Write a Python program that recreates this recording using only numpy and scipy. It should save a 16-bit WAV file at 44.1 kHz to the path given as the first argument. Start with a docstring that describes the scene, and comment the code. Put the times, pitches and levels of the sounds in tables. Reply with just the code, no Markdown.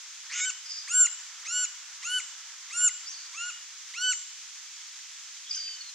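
"""Woodpecker at the nest hole

A woodpecker gives seven nasal calls, each a stack of harmonics arching in pitch; the first starts hoarse.
A second bird squeaks back three times from further off, the last time with a long falling whine.
Feet knock softly on the trunk, the trees return a short tail, and faint hiss lies under it all."""
import sys
import numpy as np
from scipy import signal
from scipy.fft import rfft, irfft, next_fast_len
from scipy.io import wavfile
from scipy.ndimage import uniform_filter1d

SR = 44100
rng = np.random.default_rng(int(sys.argv[2]) if len(sys.argv) > 2 else 0)


def waveform_to_disk(signal):
    """Save audio, clipped to [-1, 1], as 16-bit WAV at the path in sys.argv[1]."""
    frames = np.transpose(np.atleast_2d(signal))
    scaled = np.clip(frames, -1, 1) * 32767
    samples = np.round(scaled).astype(np.int16)
    wavfile.write(sys.argv[1], SR, samples)


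N = 261954
TIME = np.arange(N) / SR
FFT_SIZE = 2 * next_fast_len(N // 2 + 500)
FREQS = np.fft.rfftfreq(FFT_SIZE, 1 / SR)

# how alike left and right are in sound from all sides: frequency_hz, correlation (-1 to 1)
STEREO_LIKENESS = [(300, 0.68), (700, 1), (1400, 0.95), (3100, 0.67), (6800, -0.12), (15000, -0.31)]


def woodpecker(call, sent_second_db, overtones_db, jitter=.0009, shimmer_db=.35, clear_s=0.024):
    """One arching call of nine harmonics, in two rows: heard directly, and sent into the trees."""
    # the voice breaks in the first call: time_s, roughness (0-1), half_lines_db
    hoarseness = [(.295, 1, 4), (.335, .97, 2), (.358, .88, -1), (.372, .6, -4), (.402, .93, 1),
                  (.409, .15, 1), (.44, .12, -.5), (.454, .45, -5), (.462, 0, -60)]
    # lines between the harmonics while every second cycle is weak: pitch_multiple, relative_db
    half_lines = [(1.5, 5.5), (2.5, -1), (3.5, -1.5), (4.5, 8.5), (5.5, -17), (6.5, -28)]
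    part, gate = span(call[0][0], call[-1][0])
    pitch, first_db, second_db, fifth_db, sixth_db = (uniform_filter1d(c[part], 130) for c in curves(call))
    rough, half_db = (c[part] for c in curves(hoarseness))
    t = TIME[part] - TIME[part.start]
    size, crest_hz = len(pitch), pitch.max()
    # below the crest the slack voice gains third and fourth harmonics
    sag_octaves = np.log2(crest_hz / pitch)
    middle_db = [first_db + db + 35.5 * sag_octaves for db in overtones_db[:2]]
    # harmonics 6 to 9 swell as low pitch brings them toward the throat's resonance
    throat_hz, throat_db = 7000, 11
    high = np.arange(6, 10)
    slope_hz, slope_db = [throat_hz, *(high * crest_hz)], [throat_db, 0, *overtones_db[2:]]
    top_db = [np.interp(k * pitch, slope_hz, slope_db) for k in high]
    levels = [first_db, second_db, *middle_db, fifth_db] + [sixth_db + db - top_db[0] for db in top_db]
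    phase = phase_of(pitch * (1 + jitter * wobble(size, 200)))
    catch = .6 * np.exp(-t / clear_s)  # each call starts with a scratch
    voice = np.zeros((2, size))
    for k, db in enumerate(levels, 1):
        # the second harmonic dips only on the direct path; the trees get it whole
        paths_db = np.array([db, first_db + sent_second_db if k == 2 else db])
        gain = undb(paths_db + shimmer_db * wobble(size, 99))
        # irregular cycles smear the high harmonics most
        smear = (rough + catch) * (.6 if k == 1 else 1)
        voice += gain * partial(k * phase + rng.uniform(0, 2 * np.pi), smear, blur_hz=220 + 45 * k)
    for multiple, db in half_lines:
        voice += undb(first_db + db + half_db) * partial(multiple * phase, rough, blur_hz=343)
    out = np.zeros((2, N))
    out[:, part] = voice * gate
    return out


def bill_beam(x, treble_db, body_db=3):
    """The open bill beams the treble: turned away, it sends more of it into the trees."""
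    colour_db = along_hz([(1600, body_db), (2700, -0.36), (5000, body_db),
                          (6800, treble_db), (7700, treble_db), (9000, -1.8)])
    return irfft(rfft(x, FFT_SIZE) * undb(colour_db), FFT_SIZE)[:N]


def squeaks(jitter=0.00063, rasp_hz=5900, rasp_db=-1):
    """The far bird's three thin answers on one strong partial; where the voice cracks, it rasps above."""
    # one contour an answer: time_s, strongest_partial_hz, level_db, roughness (full at 1)
    first_answer = [(.635, 4900, -69, 0.5), (.665, 5100, -44, 0.78), (.685, 4880, -53, 0.54),
                    (.712, 5000, -38, 0.83), (.732, 4835, -47, 1.1), (.787, 4900, -42, 0.8),
                    (.82, 4800, -57, 0.5), (.87, 4690, -55, 0.5)]
    second_answer = [(3.058, 4500, -53, .6), (3.074, 4850, -45, .5), (3.079, 5350, -42, .5),
                     (3.084, 5050, -40, .5), (3.088, 5700, -46, .5), (3.1, 5650, -49, .8),
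                     (3.106, 6300, -42, .3), (3.116, 6280, -43, .3), (3.121, 5000, -58, .9),
                     (3.126, 4950, -46, .9), (3.14, 4500, -55, .9), (3.147, 4500, -45, .3),
                     (3.155, 4600, -52, .9), (3.275, 4520, -55, .8)]
    third_answer = [(5.505, 4900, -50, .6), (5.511, 4830, -31.5, .15), (5.516, 4830, -30.5, .15),
                    (5.52, 4850, -41, .4), (5.525, 4840, -33, .3), (5.53, 4950, -35, .5),
                    (5.537, 5900, -40, .7), (5.545, 5300, -47, .9), (5.549, 4800, -32, .4),
                    (5.552, 6280, -37, .25), (5.562, 6280, -36, .2), (5.569, 5200, -46, .9),
                    (5.574, 4750, -35, .3), (5.585, 4750, -50, .8)]
    # the squeak's timbre: multiple_of_strongest, gain_db
    partials = [(.5, -16), (1, 6.5), (1.5, -14.5)]
    out = np.zeros(N)
    for answer in (first_answer, second_answer, third_answer):
        part, gate = span(answer[0][0], answer[-1][0])
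        hz, level_db, rough = (c[part] for c in curves(answer))
        phase = phase_of(hz * (1 + jitter * wobble(len(hz), 120)))
        tone = sum(undb(db) * partial(multiple * phase, rough, blur_hz=305) for multiple, db in partials)
        rasp = undb(rasp_db) * rough * partial(2 * np.pi * rasp_hz * TIME[part], 0.95, blur_hz=816)
        out[part] += (tone + rasp) * gate * undb(level_db)
    return out


def whine(first_hz=1563, fall_hz=217.5, fundamental_db=-65, flutter_db=1.6, jitter=0.0011):
    """The far bird's last squeak trails into a fluttering note that sinks ever faster."""
    # the two harmonics that carry the note: time_s, second_db, third_db
    harmonics = [(5.575, -45, -39), (5.635, -55, -36.5), (5.66, -47, -33.5), (5.75, -48.5, -39.5),
                 (5.772, -45, -56), (5.785, -61, -59), (5.81, -49, -37.5), (5.845, -65, -49),
                 (5.88, -71, -48), (5.893, -67, -41), (5.905, -68, -55)]
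    part, gate = span(5.575, 5.92)
    t = TIME[part] - TIME[part.start]
    pitch = first_hz - fall_hz * (t / t[-1]) ** 2.4
    # starts rough, clears, and breaks up at the end
    rough = 0.1 + 1.4 * np.exp(-t / 0.02) + .7 * np.exp((t - t[-1]) / .06)
    second_db, third_db = (c[part] for c in curves(harmonics))
    phase = phase_of(pitch * (1 + jitter * wobble(len(t), 120)))
    out = np.zeros(N)
    for k, db in enumerate([fundamental_db, second_db, third_db], 1):
        gain = undb(db + flutter_db * wobble(len(t), 45))
        out[part] += gate * gain * partial(k * phase, rough, blur_hz=200)
    return out


def scratches():
    """Around its last answer the far bird's voice catches in brief, rough glides."""
    # scratchy notes: start_s, length_s, first_hz, last_hz, level_db, roughness (full at 1)
    glides = [(5.452, 0.066, 3140, 3650, -44.5, 1.1), (5.487, 0.022, 4960, 5900, -38, 0.9),
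              (5.539, 0.023, 3210, 3140, -43.5, 0.5), (5.561, 0.02, 1534, 1530, -48.5, 0.26),
              (5.671, 0.02, 2660, 2520, -44, 0.8), (5.684, 0.013, 1760, 2040, -45, 0.8)]
    out = np.zeros(N)
    for start_s, length_s, first_hz, last_hz, db, rough in glides:
        part, gate = span(start_s, start_s + length_s, attack_s=length_s / 2, release_s=0.0041)
        phase = phase_of(np.linspace(first_hz, last_hz, len(gate)))
        out[part] += undb(db) * gate * partial(phase, rough, blur_hz=280)
    return out


def foot_knocks(contact_s=0.014, trim_db=-3):
    """Each shift of the woodpecker's feet is a short scuff that rings the trunk."""
    # soft knocks of the feet: start_s, level_db
    knocks = [(.825, -75), (1.498, -76), (1.585, -82), (1.925, -82), (1.998, -83), (2.324, -81),
              (2.669, -82)]
    # the trunk's resonances: pitch_hz, relative_db, t60_s
    trunk_modes = [(225, -14, .1), (260, -13, .09), (334, -4, 0.059)]
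    t = TIME[:SR // 4]
    ring = sum(undb(db - 60 * t / t60) * np.sin(2 * np.pi * hz * t) for hz, db, t60 in trunk_modes)
    out = np.zeros(N)
    for start_s, db in knocks:
        scuff = rng.standard_normal(len(t)) * t * np.exp(-t / contact_s)
        knock = signal.fftconvolve(scuff, ring)
        first = int(start_s * SR)
        out[first:first + len(knock)] += undb(db + trim_db) * knock / np.abs(knock).max()
    return out


def bark_echoes(x):
    """Trunk and limbs within a few metres throw the call back at once, doubling its final drop."""
    echoes = [(6.37, -37.5, 2), (10.87, -18.5, -2), (20.49, -23.5, 1)]  # delay_ms, level_db, pan_db
    return sum(np.roll(x, int(ms * SR / 1000)) * undb(db) * pan(pan_db) for ms, db, pan_db in echoes)


def tree_scatter(x, short_t60_s=0.5, long_t60_s=0.64, long_db=5, build_s=0.0062):
    """Trunks and foliage scatter the calls into a short tail; leaves return treble best."""
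    t = TIME[:SR]
    decay = undb(long_db - 60 * t / long_t60_s) + undb(-60 * t / short_t60_s)
    envelope = decay * np.clip(t / build_s, 0, 1)
    tail = rng.standard_normal((2, SR)) * envelope / np.sqrt(np.sum(envelope ** 2))
    colour_db = along_hz([(1400, -10), (3000, -1.0), (4500, -5.0), (7500, 0.5), (9000, -21.5)])
    response = diffuse(rfft(tail, FFT_SIZE) * undb(colour_db))[:, :SR]
    return signal.fftconvolve(x[None], response, axes=1)[:, :N]


def hiss(level_db=-46.5, waver_db=0.4, split_hz=2000, low_waver_db=.9):
    """A smooth bed of outdoor hiss whose low band swells a little, then eases off."""
    # the colour of the hiss: frequency_hz, relative_db
    spectrum = [(100, -62), (200, -49.5), (320, -41), (470, -28.5), (740, -20), (900, -13), (1340, -6),
                (2130, -3), (2870, -3.5), (3320, -1), (4100, -3.5), (6200, 1.5), (7200, -1.5),
                (8600, -15.5), (10000, -22), (15500, -34)]
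    # the low band's slow swell: time_s, gain_db
    low_swell = [(0, 0), (1.6, 3), (3.3, 2), (4, -1.5), (5.9, -1)]
    likeness = np.clip(along_hz(STEREO_LIKENESS), -.5, 1)
    white = rfft(rng.standard_normal((2, FFT_SIZE)))
    air = diffuse(white * undb(along_hz(spectrum)) / np.sqrt(1 + likeness))
    air /= air.mean(axis=0).std()
    air *= undb(level_db + waver_db * wobble(N, 14.0)) * pan(-1)
    low = irfft(rfft(air, FFT_SIZE) / (1 + (FREQS / split_hz) ** 8), FFT_SIZE)[:, :N]
    low_db = curves(low_swell)[0] + low_waver_db * wobble(N, 11)
    return low * undb(low_db) + (air - low)


def undb(db):
    """Decibels to gain."""
    return 10 ** (np.asarray(db) / 20)


def curves(rows):
    """Breakpoints to envelopes: each column after the time, joined by straight lines."""
    times, *columns = np.transpose(rows)
    return [np.interp(TIME, times, c) for c in columns]


def along_hz(points):
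    """A curve of (frequency_hz, value) points, joined on a log frequency scale."""
    hz, value = np.transpose(points)
    return np.interp(np.log(FREQS + 1), np.log(hz), value)


def span(start_s, end_s, attack_s=0.0016, release_s=0.002):
    """The samples that a note covers, and a gate with rounded edges."""
    part = slice(int(start_s * SR), min(N, int(end_s * SR)))
    t = TIME[part] - TIME[part.start]
    opening = np.clip(np.minimum(t / attack_s, t[::-1] / release_s), 0, 1)
    return part, np.sin(np.pi / 2 * opening) ** 2


def wobble(size, hz):
    """Random motion of spread 1, low-passed at hz."""
    x = signal.sosfilt(signal.butter(4, hz, fs=SR, output="sos"), rng.standard_normal(size))
    return x / x.std()


def phase_of(hz):
    """The running phase of a gliding pitch."""
    return 2 * np.pi * np.cumsum(hz) / SR


def partial(phase, rough, blur_hz):
    """One line of a voice; roughness trades its clean tone for a band of irregular vibration."""
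    rough = np.clip(rough, 0, 1)
    blur = wobble(len(phase), blur_hz) * np.sin(phase) + wobble(len(phase), blur_hz) * np.cos(phase)
    return np.sqrt(1 - rough ** 2) * np.sin(phase) + rough * blur / np.sqrt(2)


def pan(pan_db):
    """Stereo gains, with the left pan_db above the right."""
    return undb([[pan_db / 2], [-pan_db / 2]])


def place(x, pan_db, lag_ms):
    """The sound reaches the two microphone ports with different strength and delay."""
    delay = np.exp(-2j * np.pi * FREQS * lag_ms / 1000)
    late = irfft(rfft(x, FFT_SIZE) * delay, FFT_SIZE)[:N]
    return np.array([x, late]) * pan(pan_db)


def diffuse(spectra):
    """Two unrelated spectra as sound from all sides: narrow in the lows, wide in the treble."""
    likeness = np.clip(along_hz(STEREO_LIKENESS), -.99, .99)
    mid = spectra[0] * np.sqrt((1 + likeness) / 2)
    side = spectra[1] * np.sqrt((1 - likeness) / 2)
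    return irfft(np.array([mid + side, mid - side]), FFT_SIZE)[:, :N]


def scene(call_send_db=-10, whine_send_db=-13):
    """The near woodpecker, the far bird, their scatter among the trees, and the hiss."""
    # seven calls, each scooping up to a crest and dropping off, with the levels of four harmonics:
    # time_s, pitch_hz, first_db, second_db, fifth_db, sixth_db
    calls = [
        [(0.295, 882, -69, -60.0, -58.0, -70), (0.299, 941, -66, -44.5, -74, -67),
         (0.33, 1229, -49.5, -36, -35, -43.5), (0.352, 1447, -44.5, -39, -39, -74),
         (0.367, 1445, -39.5, -36, -36, -55), (0.407, 1467, -40.5, -38.5, -33, -65),
         (0.417, 1470, -39.5, -64, -31, -74.0), (0.462, 1525, -33.5, -34, -31.5, -67.0),
         (0.483, 1505, -31, -36, -29, -52), (0.494, 1488, -35, -48, -31, -62),
         (0.502, 1390, -43, -29, -24.5, -62), (0.507, 1180, -48.5, -45, -36, -41),
         (0.513, 990, -61, -57, -68, -45)],
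        [(0.872, 862, -72.0, -56.0, -65, -52.0), (0.877, 926, -69.5, -39, -61.0, -56),
         (0.884, 1098, -48.5, -39, -61.0, -39), (0.894, 1265, -52.5, -46.5, -38.5, -46),
         (0.917, 1393, -40.5, -34.0, -26, -40), (0.929, 1417, -36, -36, -33.5, -38),
         (0.942, 1462, -31.5, -60, -22, -38), (0.953, 1481, -32.5, -40.0, -20, -40.5),
         (0.978, 1487, -30.0, -33.5, -17, -37), (1.01, 1472, -28.0, -52, -13.5, -40),
         (1.032, 1458, -34, -48.0, -13, -39), (1.051, 1420, -31.5, -38, -24.0, -37.5),
         (1.06, 1398, -39.5, -29.5, -16.5, -45), (1.067, 1182, -57, -44, -34, -25.5),
         (1.072, 1015, -47, -30, -63, -48), (1.076, 923, -68.5, -48, -59.0, -58)],
        [(1.448, 898, -75, -64.5, -71.5, -58.5), (1.452, 936, -69, -44.5, -57.0, -55.0),
         (1.463, 1120, -62.0, -37.5, -40, -45), (1.469, 1262, -47, -48, -32, -54),
         (1.475, 1267, -55, -37, -44, -55.0), (1.487, 1335, -50, -46, -31, -51),
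         (1.511, 1393, -39.5, -36.5, -36.5, -51.0), (1.525, 1458, -36.5, -44, -28.5, -50),
         (1.572, 1470, -35, -31.5, -25.5, -47.5), (1.628, 1478, -35.5, -37.5, -28.5, -49.0),
         (1.643, 1446, -35, -43, -23.0, -48), (1.653, 1333, -50, -40.5, -24, -47),
         (1.662, 946, -72, -45, -73, -44)],
        [(2.022, 890, -75.0, -58, -59.0, -59), (2.03, 967, -55.5, -37.5, -64.0, -49),
         (2.042, 1167, -50, -45, -42, -48), (2.055, 1342, -48, -37, -31, -51),
         (2.073, 1396, -36.5, -35, -39, -49), (2.085, 1445, -33.5, -43.5, -33.5, -59),
         (2.106, 1463, -35, -33, -51, -43.5), (2.144, 1506, -33, -25.0, -36.5, -46),
         (2.168, 1500, -30.5, -23.5, -37.5, -46), (2.178, 1504, -30, -25.5, -47.0, -46.5),
         (2.186, 1470, -31, -30, -32.5, -40), (2.194, 1393, -40, -42, -33.5, -50),
         (2.205, 1043, -66, -32.5, -59, -38), (2.209, 946, -75.5, -48.0, -69.0, -50.0)],
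        [(2.698, 863, -66, -64, -67.0, -53.5), (2.709, 1025, -61, -38, -59, -49),
         (2.718, 1184, -51, -49.0, -68, -51), (2.732, 1317, -58, -39, -32, -45),
         (2.743, 1363, -41, -39.5, -50, -43), (2.761, 1407, -39, -37, -34.5, -43),
         (2.778, 1436, -34, -65, -25.5, -39.5), (2.818, 1460, -33.5, -33.5, -23.5, -38.0),
         (2.848, 1472, -30.0, -36, -15.5, -35), (2.871, 1433, -33.5, -39.0, -18.0, -34.5),
         (2.876, 1433, -30, -50.5, -14.5, -39), (2.88, 1350, -46, -31, -16.5, -37),
         (2.887, 1223, -47, -50, -32, -24), (2.894, 1020, -61, -35, -72, -43),
         (2.899, 960, -74, -43, -66.0, -58)],
        [(3.325, 871, -68, -70.0, -61, -55), (3.348, 1141, -48, -40.5, -67.0, -50),
         (3.363, 1258, -53, -55.5, -40, -62), (3.376, 1330, -47, -37, -42.5, -55),
         (3.421, 1409, -37, -34.5, -36, -53), (3.44, 1424, -34.5, -38, -40, -80.5),
         (3.456, 1434, -35.5, -43, -38.5, -68), (3.491, 1456, -34.5, -63, -37, -72),
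         (3.5, 1380, -40, -36.5, -35, -58), (3.512, 1126, -61, -50.5, -65.5, -46),
         (3.516, 1031, -72.5, -56.0, -64.0, -62.0)],
        [(3.935, 908, -70, -63.5, -67, -60.5), (3.942, 1009, -61, -38, -66, -49.0),
         (3.95, 1114, -57, -39.5, -54, -53), (3.959, 1275, -57, -40, -45, -62),
         (3.984, 1420, -37.0, -34.5, -49, -61), (4.002, 1441, -35, -51.0, -43, -59),
         (4.022, 1480, -32, -31.5, -34.0, -51.5), (4.047, 1502, -31, -25.5, -31, -58),
         (4.094, 1494, -28.5, -24.5, -32.5, -56), (4.109, 1488, -28.5, -32.5, -27.5, -48),
         (4.119, 1448, -32, -31, -29, -59), (4.126, 1320, -43.0, -36.5, -26.5, -50),
         (4.138, 904, -76, -34.5, -65, -40)],
    ]
    # the head turns between calls, one row a call: pan_db, sent_second_db (over the fundamental),
    # sent_treble_db, third_db, fourth_db (over the fundamental, at the crest),
    # seventh_db, eighth_db, ninth_db (over the sixth, at the crest)
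    head_turns = [(-0.099, 3, -.5, -18, -5, -20, -38, -27), (0.042, 0, -4, -18.5, -7.5, -11.5, -29, -42),
                  (-0.61, 1, -2, -7.5, -0.5, -7, -46, -29),
                  (-0.0066, 3.5, 10.5, -13, -13.5, -2.5, -26, -16),
                  (-.3, 1, -3.5, -16.5, -7, -8.5, -31, -37), (-.3, 3, 5.5, -16, -12.5, -12, -35, -28),
                  (-1, 0, 9.5, -7, -4.5, -5, -22, -19)]
    near, outward = 0, 0
    for call, (pan_db, sent_second_db, sent_treble_db, *overtones_db) in zip(calls, head_turns):
        voice, sent = woodpecker(call, sent_second_db, overtones_db)
        near += place(voice, pan_db, lag_ms=0.0067) + bark_echoes(bill_beam(voice, sent_treble_db))
        outward += bill_beam(sent, sent_treble_db)
    answers = squeaks()
    rough_whine = whine() + scratches()
    far = place(answers + rough_whine, pan_db=-0.5, lag_ms=0.045)
    tail = tree_scatter(undb(call_send_db) * outward + answers + undb(whine_send_db) * rough_whine)
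    return near + far + tail + hiss() + foot_knocks()


def record(dry):
    """The recorder cuts the deep bass and the very top."""
    low_cut = signal.butter(2, 150, "high", fs=SR, output="sos")
    top_cut = signal.ellip(10, .2, 80, 15650, fs=SR, output="sos")
    return signal.sosfilt(top_cut, signal.sosfilt(low_cut, dry))


dry = scene()
out = record(dry)
waveform_to_disk(out)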